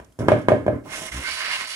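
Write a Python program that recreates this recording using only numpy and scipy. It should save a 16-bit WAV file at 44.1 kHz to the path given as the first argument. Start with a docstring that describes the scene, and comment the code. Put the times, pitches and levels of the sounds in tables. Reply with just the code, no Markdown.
"""Frying pan on a wooden table

A heavy pan rocks on a table in a small room, close to a stereo microphone. Three times its edge
knocks the wood and the base then claps down flat with a hollow ring, shaking the table top.
Then it is turned: the base scrapes over the grain in countless tiny catches and judders on the way."""
import sys
import numpy as np
from scipy import signal
from scipy.fft import rfft, irfft
from scipy.io import wavfile
from scipy.ndimage import uniform_filter1d, map_coordinates

SR = 44100
rng = np.random.default_rng(int(sys.argv[2]) if len(sys.argv) > 2 else 0)


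def unload_audio(sound):
    """Save the sound as a 16-bit wav file, at the path given as the first command line argument."""
    columns = np.transpose(np.atleast_2d(sound))
    # keep every value between -1 and 1, then stretch to whole-number steps
    steps = np.round(np.clip(columns, -1, 1) * 32767)
    wavfile.write(sys.argv[1], SR, steps.astype(np.int16))


N = 77175
TIME = np.arange(N) / SR
FREQS = np.arange(N // 2 + 1) * SR / N


def undb(db):
    """Decibels to gain."""
    return 10 ** (np.asarray(db) / 20)


def unit(x):
    """Scale to rms 1."""
    return x / np.sqrt(np.mean(x ** 2))


def at_hz(table, hz, column=1):
    """Read a column of a table along log frequency."""
    rows = np.array(table, float)
    return np.interp(np.log(hz + 1e-9), np.log(rows[:, 0]), rows[:, column])


def at_time(table, column=1):
    """Read a column of a table along time."""
    rows = np.array(table, float)
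    return np.interp(TIME, rows[:, 0], rows[:, column])


def colour(x, table):
    """Filter by (Hz, dB) points."""
    return irfft(rfft(x) * undb(at_hz(table, FREQS)), N)


def balance(db):
    """Channel gains for a balance, which is left minus right in dB."""
    return undb(np.array([[1], [-1]]) * db / 2)


def stereo_pair(noises, likeness):
    """Mix two unrelated noises into left and right of a given likeness per frequency."""
    mid, side = rfft(noises)
    alike = np.clip(likeness, 0, 1)
    return irfft(mid * np.sqrt((1 + alike) / 2) + side * np.sqrt((1 - alike) / 2) * [[1], [-1]], N)


def through(x, response):
    """Convolve with an impulse response."""
    return signal.fftconvolve(np.atleast_2d(x), np.atleast_2d(response), axes=1)[:, :N]


def fade(t60, start=0):
    """Exponential decay from a start time."""
    age = TIME - start
    return (age >= 0) * np.exp(-np.log(1000) * np.abs(age) / t60)


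def swell(centre, width):
    """Bell-shaped envelope."""
    return np.exp(-((TIME - centre) / width) ** 2 / 2)


def wander(hz):
    """Smooth random motion of rms 1."""
    hold = max(int(SR / hz), 2)
    return unit(uniform_filter1d(rng.standard_normal(N)[np.arange(N) // hold], hold))


def ring(modes):
    """Impulse response of a set of damped modes."""
    return sum(balance(lr) * undb(db) * fade(t60) * np.sin(2 * np.pi * hz * TIME)
               for hz, db, t60, lr in modes)


def pushes(contacts):
    """One smooth force pulse per contact; a longer contact is duller."""
    force = np.zeros(N)
    for start, db, ms in contacts:
        age = np.maximum(TIME - start, 0) / (ms / 1000 / 2)
        pulse = age * np.exp(-age)
        force += undb(db) * pulse / pulse.sum()
    return force


def radiate(x, low_hz):
    """A small surface radiates its lows poorly."""
    return signal.sosfilt(signal.butter(2, low_hz, "high", fs=SR, output="sos"), x)


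# The quiet of the room. Each row: frequency in Hz, relative level in dB.
ROOM_TONE = [(25, -14), (68, -4.5), (110, -5), (200, -3), (600, -12.5), (1500, -16.5), (3000, -25),
             (10000, -21), (13000, -26), (16000, -42)]
def room_tone():
    """A faint, low wash of noise all around the microphone."""
    noise = stereo_pair(rng.standard_normal((2, N)), at_hz(ROOM, FREQS, column=3))
    return undb(-62.5) * unit(colour(noise, ROOM_TONE))


# The small room. Each row: frequency in Hz, tail gain in dB, t60 in seconds, channel likeness 0-1.
ROOM = [(60, -14.5, .5, 0.5), (173, -11.5, 0.81, 1), (290, 5.5, 0.33, 0.7), (450, -5.5, 0.3, .5),
        (715, -7.5, 0.26, 1), (1500, -6.5, 0.34, 0), (4000, -1, 0.36, 0.7), (12000, -11, 0.66, 0)]
def reverb(x):
    """Quick reflections from nearby things, then a short tail in half-octave bands."""
    noise = rfft(stereo_pair(rng.standard_normal((2, N)), at_hz(ROOM, FREQS, column=3)))
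    first_echo_s = 0.002
    early = fade(0.022, first_echo_s)
    early = undb(-13) * early / np.linalg.norm(early)
    response = 0
    for centre in 44 * 2. ** (np.arange(18) / 2):
        octaves_off = np.abs(np.log2((FREQS + 1e-9) / centre))
        band = irfft(noise * np.maximum(1 - 2 * octaves_off, 0), N)
        tail = fade(at_hz(ROOM, centre, column=2), first_echo_s)
        response += band * undb(at_hz(ROOM, centre)) * np.hypot(tail / np.linalg.norm(tail), early)
    return through(x, response)


# The nearest walls. Each row: delay in seconds, gain in dB, balance in dB.
WALLS = [(.0095, -20, -7.5), (0.0204, -9.5, 9)]
def wall_echoes(x):
    """Distinct reflections that have lost their treble."""
    dull = signal.sosfilt(signal.butter(2, 607, fs=SR, output="sos"), x)
    return sum(balance(lr) * undb(db) * [np.interp(TIME - delay, TIME, side, left=0) for side in dull]
               for delay, db, lr in WALLS)


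# The pan's lean at the microphone. Each row: frequency in Hz, balance in dB.
TREBLE_BALANCE = [(500, -2), (1000, -4), (1800, -7.5), (2500, -6.5), (3300, 2.5), (4000, 0), (4900, -6),
                  (7000, -7.5), (10200, -10.5), (13000, 2.5)]
def lean_right(x):
    """The right side hears more of the treble."""
    return irfft(rfft(x) * balance(at_hz(TREBLE_BALANCE, FREQS)), N)


# The pan's resonances under friction. Each row: frequency in Hz, width in Hz, gain in dB.
PAN_RESONANCES = [(634, 39, 5.5), (1044, 70, 0), (1300, 160, 1), (1514, 53, 4), (2118, 61, 5.5),
                  (2876, 104, 1.5), (5520, 180, -2), (6580, 63, 4), (9970, 160, 4)]
# Stereo width of the friction. Each row: frequency in Hz, channel likeness 0-1.
FRICTION_LIKENESS = [(200, 0.91), (700, 0.63), (2000, 0.62), (4000, 0.31), (10000, 0.19)]
def friction(tone, grains_per_s=7000, spread_db=0.5):
    """Dense tiny catches of metal on wood, heard through the pan's resonances."""
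    hits = rng.random((2, N)) < grains_per_s / SR
    grains = hits * rng.standard_normal((2, N)) * undb(spread_db * rng.exponential(size=(2, N)))
    hz = FREQS + 1e-9
    grains = stereo_pair(grains, at_hz(FRICTION_LIKENESS, hz))
    body = 1 + sum(undb(db) / (1 + 1j * (hz ** 2 - centre ** 2) / (hz * width))
                   for centre, width, db in PAN_RESONANCES)
    sound = lean_right(colour(irfft(rfft(grains) * body, N), tone))
    return sound / np.std(sound.mean(axis=0))


# The rim between the knocks. Each row: time in seconds, level in dB.
ROLL_LEVEL = [(0.0, -47), (0.06, -58.5), (0.183, -62.5), (0.196, -26), (0.24, -27.5), (0.28, -27),
              (0.36, -27.5), (0.45, -37.5), (0.48, -35), (0.66, -36), (0.76, -29.5), (0.86, -52.5),
              (1.0, -72)]
# Its rumble. Each row: frequency in Hz, relative level in dB.
ROLL_COLOUR = [(30, -39.5), (65, -2.5), (110, 7.5), (180, -1.5), (320, 1.5), (560, -11), (900, -20),
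               (2000, -27.5), (4000, -53.5)]
def rolling():
    """The tilted rim rolls over the wood with a soft rumble."""
    return friction(ROLL_COLOUR) * undb(at_time(ROLL_LEVEL))


# Low shudders of the table: two faint hums at the start, then one clear and one faint judder
# as the pan turns. Each row: centre in seconds, width in seconds, level in dB.
SHUDDERS = [(0.012, .018, -43.5), (0.115, .025, -55.5), (1.171, 0.027, -29), (1.32, 0.034, -54)]
# Their low buzz. Each row: frequency in Hz, relative level in dB.
SHUDDER_COLOUR = [(30, -15), (68, 1.5), (135, -10.5), (220, -14.5), (320, -15), (600, -47), (1500, -59)]
def shudders(pulse_hz=66.3):
    """The table hums briefly at the start; in the turn, the base sticks and slips and shakes it."""
    cycles = np.floor(np.cumsum(pulse_hz * (1 + 0.065 * wander(38))) / SR)
    pulses = np.diff(cycles, prepend=0) * undb(2 * wander(90))
    envelope = sum(undb(db) * swell(centre, width) for centre, width, db in SHUDDERS)
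    return envelope * unit(colour(pulses - pulses.mean(), SHUDDER_COLOUR))


# Catches, off to the right. Each row: centre and width in seconds, pitch in Hz, level in dB.
CATCHES = [(0.928, 0.013, 2122, -41.5), (1.087, 0.0057, 2120, -37.5), (1.123, 0.0043, 2060, -34),
           (1.271, 0.018, 1530, -34), (1.258, .015, 2095, -33.5), (1.301, 0.036, 2263, -35.5),
           (1.54, 0.011, 2080, -31.5), (1.546, 0.016, 2812, -32)]
def singing(waver_hz=33.46):
    """Each catch of the base sets one resonance singing: a short, wavering metallic tone."""
    tones = np.zeros(N)
    for centre, width, hz, db in CATCHES:
        phase = 2 * np.pi * np.cumsum(hz + waver_hz * wander(300)) / SR
        tones += undb(db) * swell(centre, width) * np.sqrt(2) * np.sin(phase)
    return balance(-8) * tones


# The turn, close up. Each row: time in seconds, then relative levels of hiss, rasp and rub in dB.
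TURN = [(0.84, -69, -66, -63), (0.862, -61.5, -56.5, -42.5), (0.938, -38, -35.5, -46),
        (1.018, -37.5, -42.5, -41), (1.092, -40.5, -41, -47), (1.11, -50.5, -55.5, -54),
        (1.122, -39.5, -38.5, -50), (1.202, -41, -39.5, -44), (1.296, -38.5, -33.5, -50),
        (1.348, -37, -36.5, -55), (1.376, -41.5, -37.5, -70), (1.404, -39, -31.5, -58),
        (1.504, -42, -30, -50), (1.534, -36, -30, -63), (1.59, -37, -32, -53), (1.658, -45, -37.5, -56),
        (1.684, -38, -39, -74), (1.75, -40.5, -41, -102)]
# A coarser hiss joins as the pan speeds up. Each row: time in seconds, level in dB.
GRIND_LEVEL = [(1.2, -65), (1.27, -35), (1.32, -34), (1.37, -38), (1.54, -34), (1.62, -40), (1.75, -37)]
# The hiss swings across the microphone. Each row: time in seconds, balance in dB.
SWING = [(0.85, -4.5), (1.2, -0.5), (1.33, -5), (1.5, -4), (1.56, 1.5), (1.65, -2.5), (1.72, -2)]
# Slips during the rocking. 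Each row: start in seconds, level in dB, t60 in seconds.
SLIPS = [(0.0, -64, 0.17), (0.046, -54.5, 0.031), (0.123, -59.5, 0.051), (0.19, -48.5, 0.35),
         (0.282, -43.5, 0.056), (0.384, -57, .2), (0.415, -55.5, 0.087), (0.665, -74, .1)]
# The scrape's four colours, bright to dark. Each row: frequency in Hz, relative level in dB.
HISS_COLOUR = [(100, -46.5), (2000, -19.5), (3300, 8.5), (4200, -4), (5600, 3), (6700, -0.5), (8200, 0),
               (10200, -2.5), (11400, -3.5), (12500, -12.5), (15500, -25.5)]
GRIND_COLOUR = [(100, -48), (2000, -10), (2900, 2), (3600, 1), (4700, 5.5), (5500, -8), (7500, -31)]
RASP_COLOUR = [(60, -47), (400, -18.5), (800, -11), (1050, -4.5), (1400, -8.5), (1800, 1), (2200, -2),
               (2600, -2), (3300, -12), (4200, -7.5), (7000, -50)]
RUB_COLOUR = [(40, -5), (110, -2), (150, 0.5), (190, -4.5), (280, 0.5), (450, -4.5), (700, -5),
              (1000, -6.5), (2000, -31)]
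def scraping():
    """The base slips as it rocks, then is dragged round with an uneven grip."""
    turning = np.clip((TIME - TURN[0][0]) / 0.0067 + 1, 0, 1)
    hiss = friction(HISS_COLOUR) * undb(at_time(TURN, column=1) - 1)
    grind = friction(GRIND_COLOUR) * undb(at_time(GRIND_LEVEL)) * (TIME > GRIND_LEVEL[0][0])
    rasp = friction(RASP_COLOUR) * undb(at_time(TURN, column=2) + 1.5)
    rub = friction(RUB_COLOUR) * undb(at_time(TURN, column=3) + 2)
    slips = friction(HISS_COLOUR) * sum(undb(db) * fade(t60, start) for start, db, t60 in SLIPS)
    drag = turning * ((hiss + grind) * balance(at_time(SWING)) + rasp + rub)
    flutter = undb(wander(70.05))
    return (drag + slips) * flutter


# The whole table flexing. Each row: frequency in Hz, gain in dB, t60 in seconds, balance in dB.
FLEX_MODES = [(64.6, -43.5, .7, -4), (106.3, -19.5, 0.21, 2), (119.1, -20, 0.34, -1.5)]
def thud(delay_s=0.0053):
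    """The table gives, mostly when the full weight of the pan comes down."""
    weight = pushes([(start + delay_s, db, ms) for start, db, ms in CLAPS])
    load = weight + undb(-8.5) * pushes(KNOCKS)
    return radiate(through(load, ring(FLEX_MODES)), low_hz=75)


# The dry crack of metal on wood. Each row: frequency in Hz, relative level in dB.
CRACK_COLOUR = [(200, 3.5), (800, 18), (2000, 3.5), (3200, -5), (4200, -16), (7000, -19), (10500, -17),
                (13000, -35.5), (16000, -42.5)]
def cracks(hard_contact_ms=0.2):
    """Each contact snaps, then splutters briefly; the shorter the contact, the louder its crack."""
    envelope = np.zeros(N)
    for contacts, trim_db in (KNOCKS, 0), (CLAPS, -11.5):
        for start, db, ms in contacts:
            onset = start + 2 * ms / 1000
            snap, splutter = undb(7.5) * fade(0.01, onset), fade(0.18, onset)
            envelope += undb(db + trim_db) * (snap + splutter) * (hard_contact_ms / ms) ** 2
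    noise = unit(lean_right(colour(rng.standard_normal((2, N)), CRACK_COLOUR)))
    return undb(-23) * envelope * noise


# Right by the microphone, the edge knocks and the base claps flat.
# Each row: start in seconds, relative level in dB, contact time in milliseconds.
KNOCKS = [(0.0, -35, 0.1), (0.1892, -20.5, 0.32), (0.2063, -4.5, 1), (0.219, -19.5, .3), (0.258, -25.5, .3),
          (0.2845, 3.5, 0.2), (0.374, -22, 0.24), (0.4848, 3, .22), (0.6649, -5.5, .42)]
CLAPS = [(0.3181, -0.5, 0.14), (0.5183, 0, 0.23), (0.6800, -4, 0.25)]
# What rings: the pan's edge, its base over a cushion of air, and the table top.
# Each row: frequency in Hz, gain in dB, t60 in seconds, balance in dB.
EDGE_MODES = [(302, -21.5, .06, -5), (434, -17.5, 0.036, 3), (590, 3.5, 0.0086, 1.5),
              (826, -16, 0.017, -6.5), (968, -10, 0.026, -9), (1204, -22, 0.072, -2),
              (1620, -9, 0.025, -8.5), (2161, -13, 0.033, -5), (3130, -19, 0.027, -7)]
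BASE_MODES = [(503.4, -14, .11, -3), (598.5, -2.5, 0.045, -3.5), (603.6, -10, 0.17, 0.5),
              (662, -3, 0.025, 1.5), (727, -18, 0.041, 2.5), (790.5, -30, 0.13, -12),
              (1039, -25.5, 0.083, -10), (1594, -17.5, 0.043, -9), (1690, -20, 0.11, 0),
              (2150, -23.5, 0.038, -3.5)]
TABLE_MODES = [(220.3, -30, 0.78, 0.5), (276.6, -30, 0.27, -4.5), (312.4, -28, .36, 4),
               (351.6, -30.5, 0.23, -11), (404, -26, 0.28, 6), (467, -30, 0.21, 3)]
def rocking():
    """Edge knocks and flat claps ring the pan and the table, each with a crack."""
    knocks, claps = undb(-1) * pushes(KNOCKS), undb(1.5) * pushes(CLAPS)
    edge = through(knocks + undb(-10) * claps, ring(EDGE_MODES))  # the rim also hits as the base lands
    build_up = 1 - np.exp(-TIME / 0.002)  # the air under the base takes a moment to ring
    base = through(claps, ring(BASE_MODES) * build_up)
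    table_top = through(knocks + undb(4) * claps, ring(TABLE_MODES))
    return cracks() - radiate(edge + base + table_top, low_hz=280)


def scene(left_lag_s=0.00013):
    """Pan and table up close, the room behind; the left side hears them slightly later."""
    impacts = rocking()
    in_room = impacts + wall_echoes(impacts) + reverb(impacts)
    left, right = in_room + thud() + rolling() + scraping() + singing() + shudders()
    left = map_coordinates(left, [(TIME - left_lag_s) * SR], mode="nearest")
    return np.array([left, right]) + room_tone()


def record(dry):
    """The microphone rounds the loudest peaks and cuts the top."""
    ceiling, top_hz = 0.82, 15700
    rounded = dry / (1 + (dry / ceiling) ** 6) ** (1 / 6)
    return signal.sosfilt(signal.ellip(8, .2, 80, top_hz, fs=SR, output="sos"), rounded)


dry = scene()
out = record(dry)
unload_audio(out)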